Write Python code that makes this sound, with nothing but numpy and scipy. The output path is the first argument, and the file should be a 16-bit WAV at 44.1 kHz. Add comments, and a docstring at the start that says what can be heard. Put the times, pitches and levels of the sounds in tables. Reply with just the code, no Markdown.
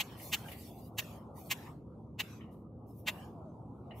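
"""A parking lot, heard from a parked vehicle: blackbirds on a rail give six short, dry 'chack' calls.
Each is a burst of syrinx pulses and rasp filtered by throat and beak; it reflects from a hard surface
close by and reverberates faintly across the lot. Thin hisses, distant calls and two falling whistles
lie between. An idling engine and traffic rumble underneath, and a noise suppressor lowers the treble
in the pauses."""
import sys
import numpy as np
from scipy import signal
from scipy.fft import rfft, irfft, next_fast_len
from scipy.io import wavfile
from scipy.ndimage import uniform_filter1d, map_coordinates

SR = 44100
rng = np.random.default_rng(int(sys.argv[2]) if len(sys.argv) > 2 else 0)


def inscribe(sig):
    """Save sig as 16-bit PCM at rate SR to the path in sys.argv[1].

    A 1-D sig is mono; a 2-D sig holds one channel per row.
    Samples are clipped to [-1, 1] before scaling.
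    """
    pcm = np.round(np.clip(np.atleast_2d(sig).T, -1, 1) * 32767)
    wavfile.write(sys.argv[1], SR, pcm.astype(np.int16))


N = 176400

# near calls: peak t/s, level/dB, treble lift/dB, Gaussian half width/s, beak resonance f/Hz, echo/dB
CALLS = [(.006, -31.5, 7, 0.0084, 2910, 4), (0.338, -29, 9.5, 0.0088, 2790, 4),
         (0.9919, -32.5, 12.5, 0.0073, 2700, 6), (1.5174, -30, 11.5, 0.008, 2760, 4),
         (2.2037, -33, 3.5, 0.0074, 2824, 5), (3.0847, -30.5, 2.5, 0.0088, 2750, 2.5)]


def chack(treble_db, half_s, beak_hz, size=8192):
    """Source-filter model: uneven syrinx pulses and rasp excite the resonances of throat and beak."""
    throat = [(200, -65), (500, -15.5), (750, -6.5), (1100, -7), (1400, -12.5), (2000, -0.5), (2700, 0),
              (3200, -1.5), (3900, -6), (5200, -17.5), (6400, -14), (7500, -16), (9000, -27),
              (10500, -24.5), (12200, -19), (14000, -20), (15700, -18.5)]  # vocal tract response: f/Hz, level/dB
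    pulse_hz, jitter_periods, shimmer_db, rasp_share = 795.2, .25, 3.5, .7
    beak_width_hz, treble_hz = 200, 5000
    t, hz = (np.arange(size) - size // 2) / SR, np.fft.rfftfreq(size, 1 / SR)
    timing, strength = rng.standard_normal((size // 16, 2)).T
    periods = np.arange(len(timing)) + jitter_periods * timing
    onsets = np.round(periods * SR / pulse_hz).astype(int) % (size * 16)
    pulses = unit(np.bincount(onsets, amp(shimmer_db * strength), size)[:size])
    swell = np.exp(-.5 * (t / half_s) ** 2)
    source = swell * (np.sqrt(1 - rasp_share) * pulses + np.sqrt(rasp_share) * rng.standard_normal(size))
    beak = 1 + 1 / (1 + (2 * (hz - beak_hz) / beak_width_hz) ** 2)
    lift_db = treble_db * hz ** 4 / (hz ** 4 + treble_hz ** 4)
    call = irfft(rfft(source) * minimum_phase(beak * amp(along(throat, hz) + lift_db)))
    return call * np.sqrt(np.sum(swell ** 2) / np.sum(call ** 2))  # rms near 1 at the central peak


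def near_birds():
    """Interference: a hard reflection comb-filters the calls; two microphones colour them differently."""
    balance = [(500, -1.5), (1200, -1.5), (2000, -0.5), (3300, 0.5), (4500, -2.5), (6000, 1), (9000, -1),
               (15000, -1.5)]  # microphone response, left over right: f/Hz, level/dB
    left_lead = [(500, -0.78), (1500, 1), (2700, -.02), (3600, -0.23), (4700, 0.38), (5600, 0), (6500, 1),
                 (9400, -.65), (12000, -.95), (15500, -.8)]  # microphone response, left ahead of right: f/Hz, phase/rad
    reflection_s, reflection_gain = .004745, .6
    direct, side = np.zeros((2, N + 2 * SR))
    for s, db, treble_db, half_s, beak_hz, _ in CALLS:
        call = amp(db) * chack(treble_db, half_s, beak_hz)
        start = SR + round(s * SR) - len(call) // 2
        direct[start:start + len(call)] += call
        side[start:start + len(call)] += np.convolve(call, bodywork())[:len(call)]
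    pair = np.array([direct + side, direct - side])[:, SR:SR + N]
    comb = lambda hz: 1 + reflection_gain * np.exp(-2j * np.pi * hz * reflection_s)
    mic_ratio = lambda hz: amp(along(balance, hz)) * np.exp(1j * along(left_lead, hz))
    return filtered(pair, lambda hz: comb(hz) * mic_ratio(hz) ** np.array([[.5], [-.5]]))


def bodywork(size=200, level_db=-9):
    """Scattering from nearby bodywork: a faint, random impulse response a few milliseconds long."""
    scatter = rng.standard_normal(size) * np.hanning(size)
    return amp(level_db) * scatter / np.linalg.norm(scatter)


def lot_reverberation():
    """Reverberation: early reflections from near cars, a diffuse tail, a swell from far cars and trees."""
    spectrum = [(400, -32.5), (1000, 1.5), (2000, -1.5), (2800, 0), (4000, -7.5), (5500, -8.5),
                (7500, -10.5), (9500, -14), (12300, -6), (15500, -14)]  # diffuse field: f/Hz, level/dB
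    lot_db, attack_s, tail_t60_s = -37.5, .032, .73
    near_db, near_t60_s = 19, .13
    far_db, far_delay_s, far_spread_s = 4.5, .11, .07
    envelope = np.zeros(N)
    for s, db, _, _, _, echo_db in CALLS:
        t = np.maximum(clock() - s, 0)
        near = amp(near_db - 60 * t / near_t60_s)
        tail = amp(-60 * t / tail_t60_s)
        far = amp(far_db) * np.exp(-.5 * ((t - far_delay_s) / far_spread_s) ** 2)
        envelope += amp(db + echo_db) * np.minimum(t / attack_s, 1) * (near + tail + far)
    return amp(lot_db) * envelope * diffuse_noise(spectrum, patchy_db=4.5)


def hisses(mid_decay_ratio=1.23):
    """Thin hisses, probably from the flock: noise bands decay exponentially, the midrange faster."""
    # hisses: start t/s, attack/s, hold/s, 60 dB decay time/s, level/dB, relative midrange level/dB
    events = [(0.197, 0.072, 0.12, 0.61, -54, -6.5), (0.38, .03, .14, 0.27, -60.5, -6),
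              (0.517, 0.0049, 0.098, 1, -51.5, -3.5), (1.355, 0.034, .15, .15, -57.5, -8.5),
              (2.526, .04, 0.05, .14, -66.5, -6.5), (2.881, .05, 0.25, 0.14, -70.5, -9),
              (3.953, .04, .1, .1, -72, -8)]
    top_spectrum = [(3000, -64), (5000, -22.5), (7500, -6), (9500, -2.5), (12500, 3), (15500, -1)]  # airy top: f/Hz, level/dB
    mid_spectrum = [(1400, -43.5), (1900, -9.5), (2900, -5.5), (4000, -7), (6000, -6), (9000, -17)]  # midrange: f/Hz, level/dB
    t, top_power, mid_power = clock(), np.zeros(N), np.zeros(N)
    for s, attack, hold, t60, db, mid_db in events:
        rise = np.clip((t - s) / attack + .5, 0, 1)
        fade_db = -60 * np.maximum(t - s - hold, 0) / t60
        top_power += (rise * amp(db + fade_db)) ** 2
        mid_power += (rise * amp(db + mid_db + mid_decay_ratio * fade_db)) ** 2
    flutter = amp(4 * wobble(25))
    top = np.sqrt(top_power) * diffuse_noise(top_spectrum, patchy_db=3)
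    mid = np.sqrt(mid_power) * diffuse_noise(mid_spectrum, patchy_db=6)
    return flutter * (top + mid)


def far_birds():
    """Attenuation with distance dulls the far calls: each is a short bark and a reverberant tail."""
    calls = [(.2, -57), (.485, -53), (0.518, -53), (2.409, -59.5), (3.91, -57)]  # distant calls: t/s, level/dB
    spectrum = [(1500, -21.5), (1900, 3.5), (2250, -2), (2550, -6.5), (2900, 3.5), (3300, -14.5),
                (3800, -14), (5000, -32.5), (9000, -58)]  # throat resonances from afar: f/Hz, level/dB
    attack_s, bark_t60_s, tail_db, tail_t60_s = .0033, .13, -9.5, .7
    envelope = np.zeros(N)
    for s, db in calls:
        t = np.maximum(clock() - s, 0)
        rise = np.clip((clock() - s) / attack_s + 1, 0, 1)
        envelope += amp(db) * rise * (amp(-60 * t / bark_t60_s) + amp(tail_db - 60 * t / tail_t60_s))
    return envelope * diffuse_noise(spectrum, patchy_db=4)


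def whistles():
    """Linear frequency glides: faint, far tones slide down under a half-sine envelope."""
    glides = [(3.309, 0.127, 770, 598, -57), (3.428, 0.0907, 713, 551, -53)]  # whistles: t/s, duration/s, start f/Hz, end f/Hz, level/dB
    out = np.zeros(N)
    for s, length, start_hz, end_hz, db in glides:
        progress = np.clip((clock() - s) / length, 0, 1)
        envelope = amp(db + wobble(40)) * np.sin(np.pi * progress)
        out += envelope * tone(start_hz + (end_hz - start_hz) * progress)
    return out


def idling_engine(wander_hz=4, waver_db=2):
    """Random amplitude and frequency modulation make the two partials of an engine's hum waver."""
    partials = [(110, -61), (223, -62)]  # hum: f/Hz, rms level/dB
    return sum(amp(db + waver_db * wobble(21)) * np.sqrt(2) * tone(hz + wander_hz * wobble(24))
               for hz, db in partials)


def traffic(rumble_db=-50, waver_db=-.2):
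    """Broadband noise of engines and traffic: a steady low rumble under the swelling wash of the road."""
    wash_levels = [(0, -59.5), (.25, -56), (.6, -59), (.95, -61), (1.148, -56.5), (1.4, -57), (1.7, -59.5),
                   (1.822, -65), (1.92, -62), (2.101, -64), (2.45, -60.5), (2.579, -62.5), (2.68, -68),
                   (2.901, -64.5), (3.15, -59), (3.45, -56), (3.621, -60), (4, -54.5)]  # road wash: t/s, level/dB
    wash_spectrum = [(300, -26.5), (550, 0), (750, 2), (1000, -4), (1250, -9), (1450, -18.5), (1700, -36),
                     (2500, -31), (6000, -38), (12000, -37.5), (13500, -53.5)]  # road wash: f/Hz, level/dB
    rumble_spectrum = [(20, -49.5), (33, -40.5), (42, -28.5), (52, -14.5), (72, -0.5), (90, -3.5), (112, 1),
                       (140, -2), (165, -0.5), (192, -4), (222, -4.5), (265, -5), (340, -8.5), (420, -11.5),
                       (520, -13), (650, -29), (900, -45.5), (1400, -100)]  # rumble: f/Hz, level/dB
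    wash_db = np.interp(clock(), *np.transpose(wash_levels)) + waver_db * wobble(18)
    wash = amp(wash_db) * diffuse_noise(wash_spectrum, patchy_db=4)
    return wash + amp(rumble_db) * diffuse_noise(rumble_spectrum)


def diffuse_noise(spectrum, patchy_db=0, size=512):
    """Partial coherence: coloured stereo noise of rms 1, nearly mono in the bass, patchy in gain."""
    coherence = [(100, .985), (250, 0.97), (500, .87), (1000, 0.68), (3000, 0.23), (12000, .5)]  # likeness of left and right: f/Hz, correlation/1
    cells = signal.stft(rng.standard_normal((2, N)), nperseg=size)[2]
    patches = unit(smooth(rng.standard_normal(cells.shape[1:]), bands=3, frames=12))
    pair = signal.istft(cells * amp(patchy_db * patches), nperseg=size)[1][:, :N]
    angle = lambda hz: np.arccos(along(coherence, hz)) / 2
    response = lambda hz: amp(along(spectrum, hz)) * [np.cos(angle(hz)), np.sin(angle(hz))]
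    mid, side = filtered(pair, response)
    return unit(np.array([mid + side, mid - side]))


def amp(db):
    """Decibels to amplitude ratio."""
    return 10 ** (np.asarray(db) / 20)


def unit(x):
    """Normalisation to rms 1."""
    return x / np.sqrt(np.mean(x ** 2) + 1e-20)


def along(points, hz):
    """Interpolation of (f/Hz, value) points on a logarithmic frequency axis."""
    f, values = np.transpose(points)
    return np.interp(np.log(hz + 1), np.log(f + 1), values)


def clock():
    """Sample times, t/s."""
    return np.arange(N) / SR


def tone(hz):
    """A sine whose phase is the integral of its frequency."""
    return np.sin(2 * np.pi * np.cumsum(hz) / SR)


def wobble(rate):
    """Slow random modulation: a spline with rate knots a second."""
    return map_coordinates(rng.standard_normal(int(N * rate / SR) + 4), [np.arange(N) * rate / SR])


def smooth(cells, bands, frames):
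    """Moving average over frequency and time."""
    return uniform_filter1d(uniform_filter1d(cells, bands, axis=0), frames, axis=1)


def filtered(x, response):
    """Linear filtering: the spectrum of x times a complex frequency response."""
    size = next_fast_len(N + SR // 2)
    return irfft(rfft(x, size) * response(np.fft.rfftfreq(size, 1 / SR)), size)[..., :N]


def minimum_phase(gain):
    """Causality: folding the cepstrum gives the minimum-phase response with this gain."""
    cepstrum = irfft(np.log(np.maximum(gain, 1e-6)))
    half = len(cepstrum) // 2
    cepstrum[1:half] *= 2
    cepstrum[half + 1:] = 0
    return np.exp(rfft(cepstrum))


def scene():
    """Superposition of the birds, their reverberation and the background."""
    birds = near_birds() + lot_reverberation() + hisses() + far_birds()
    return birds + whistles() + idling_engine() + traffic()


def record(dry, size=512):
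    """Spectral gating: a noise suppressor lowers quiet treble bands; a steep low-pass limits the top."""
    threshold_db, floor_db, gate_from_hz, cutoff_hz = -93, -6.5, 1300, 15650
    hz, _, cells = signal.stft(dry, SR, nperseg=size)
    power = np.abs(smooth(np.mean(np.abs(cells) ** 2, axis=0), bands=5, frames=5))
    opening = np.maximum(power / (power + amp(threshold_db) ** 2), amp(floor_db))
    gain = np.where(hz[:, None] > gate_from_hz, opening, 1)
    gated = signal.istft(cells * gain, SR, nperseg=size)[1][:, :N]
    return filtered(gated, lambda hz: 1 / (1 + (hz / cutoff_hz) ** 300))


dry = scene()
out = record(dry)
inscribe(out)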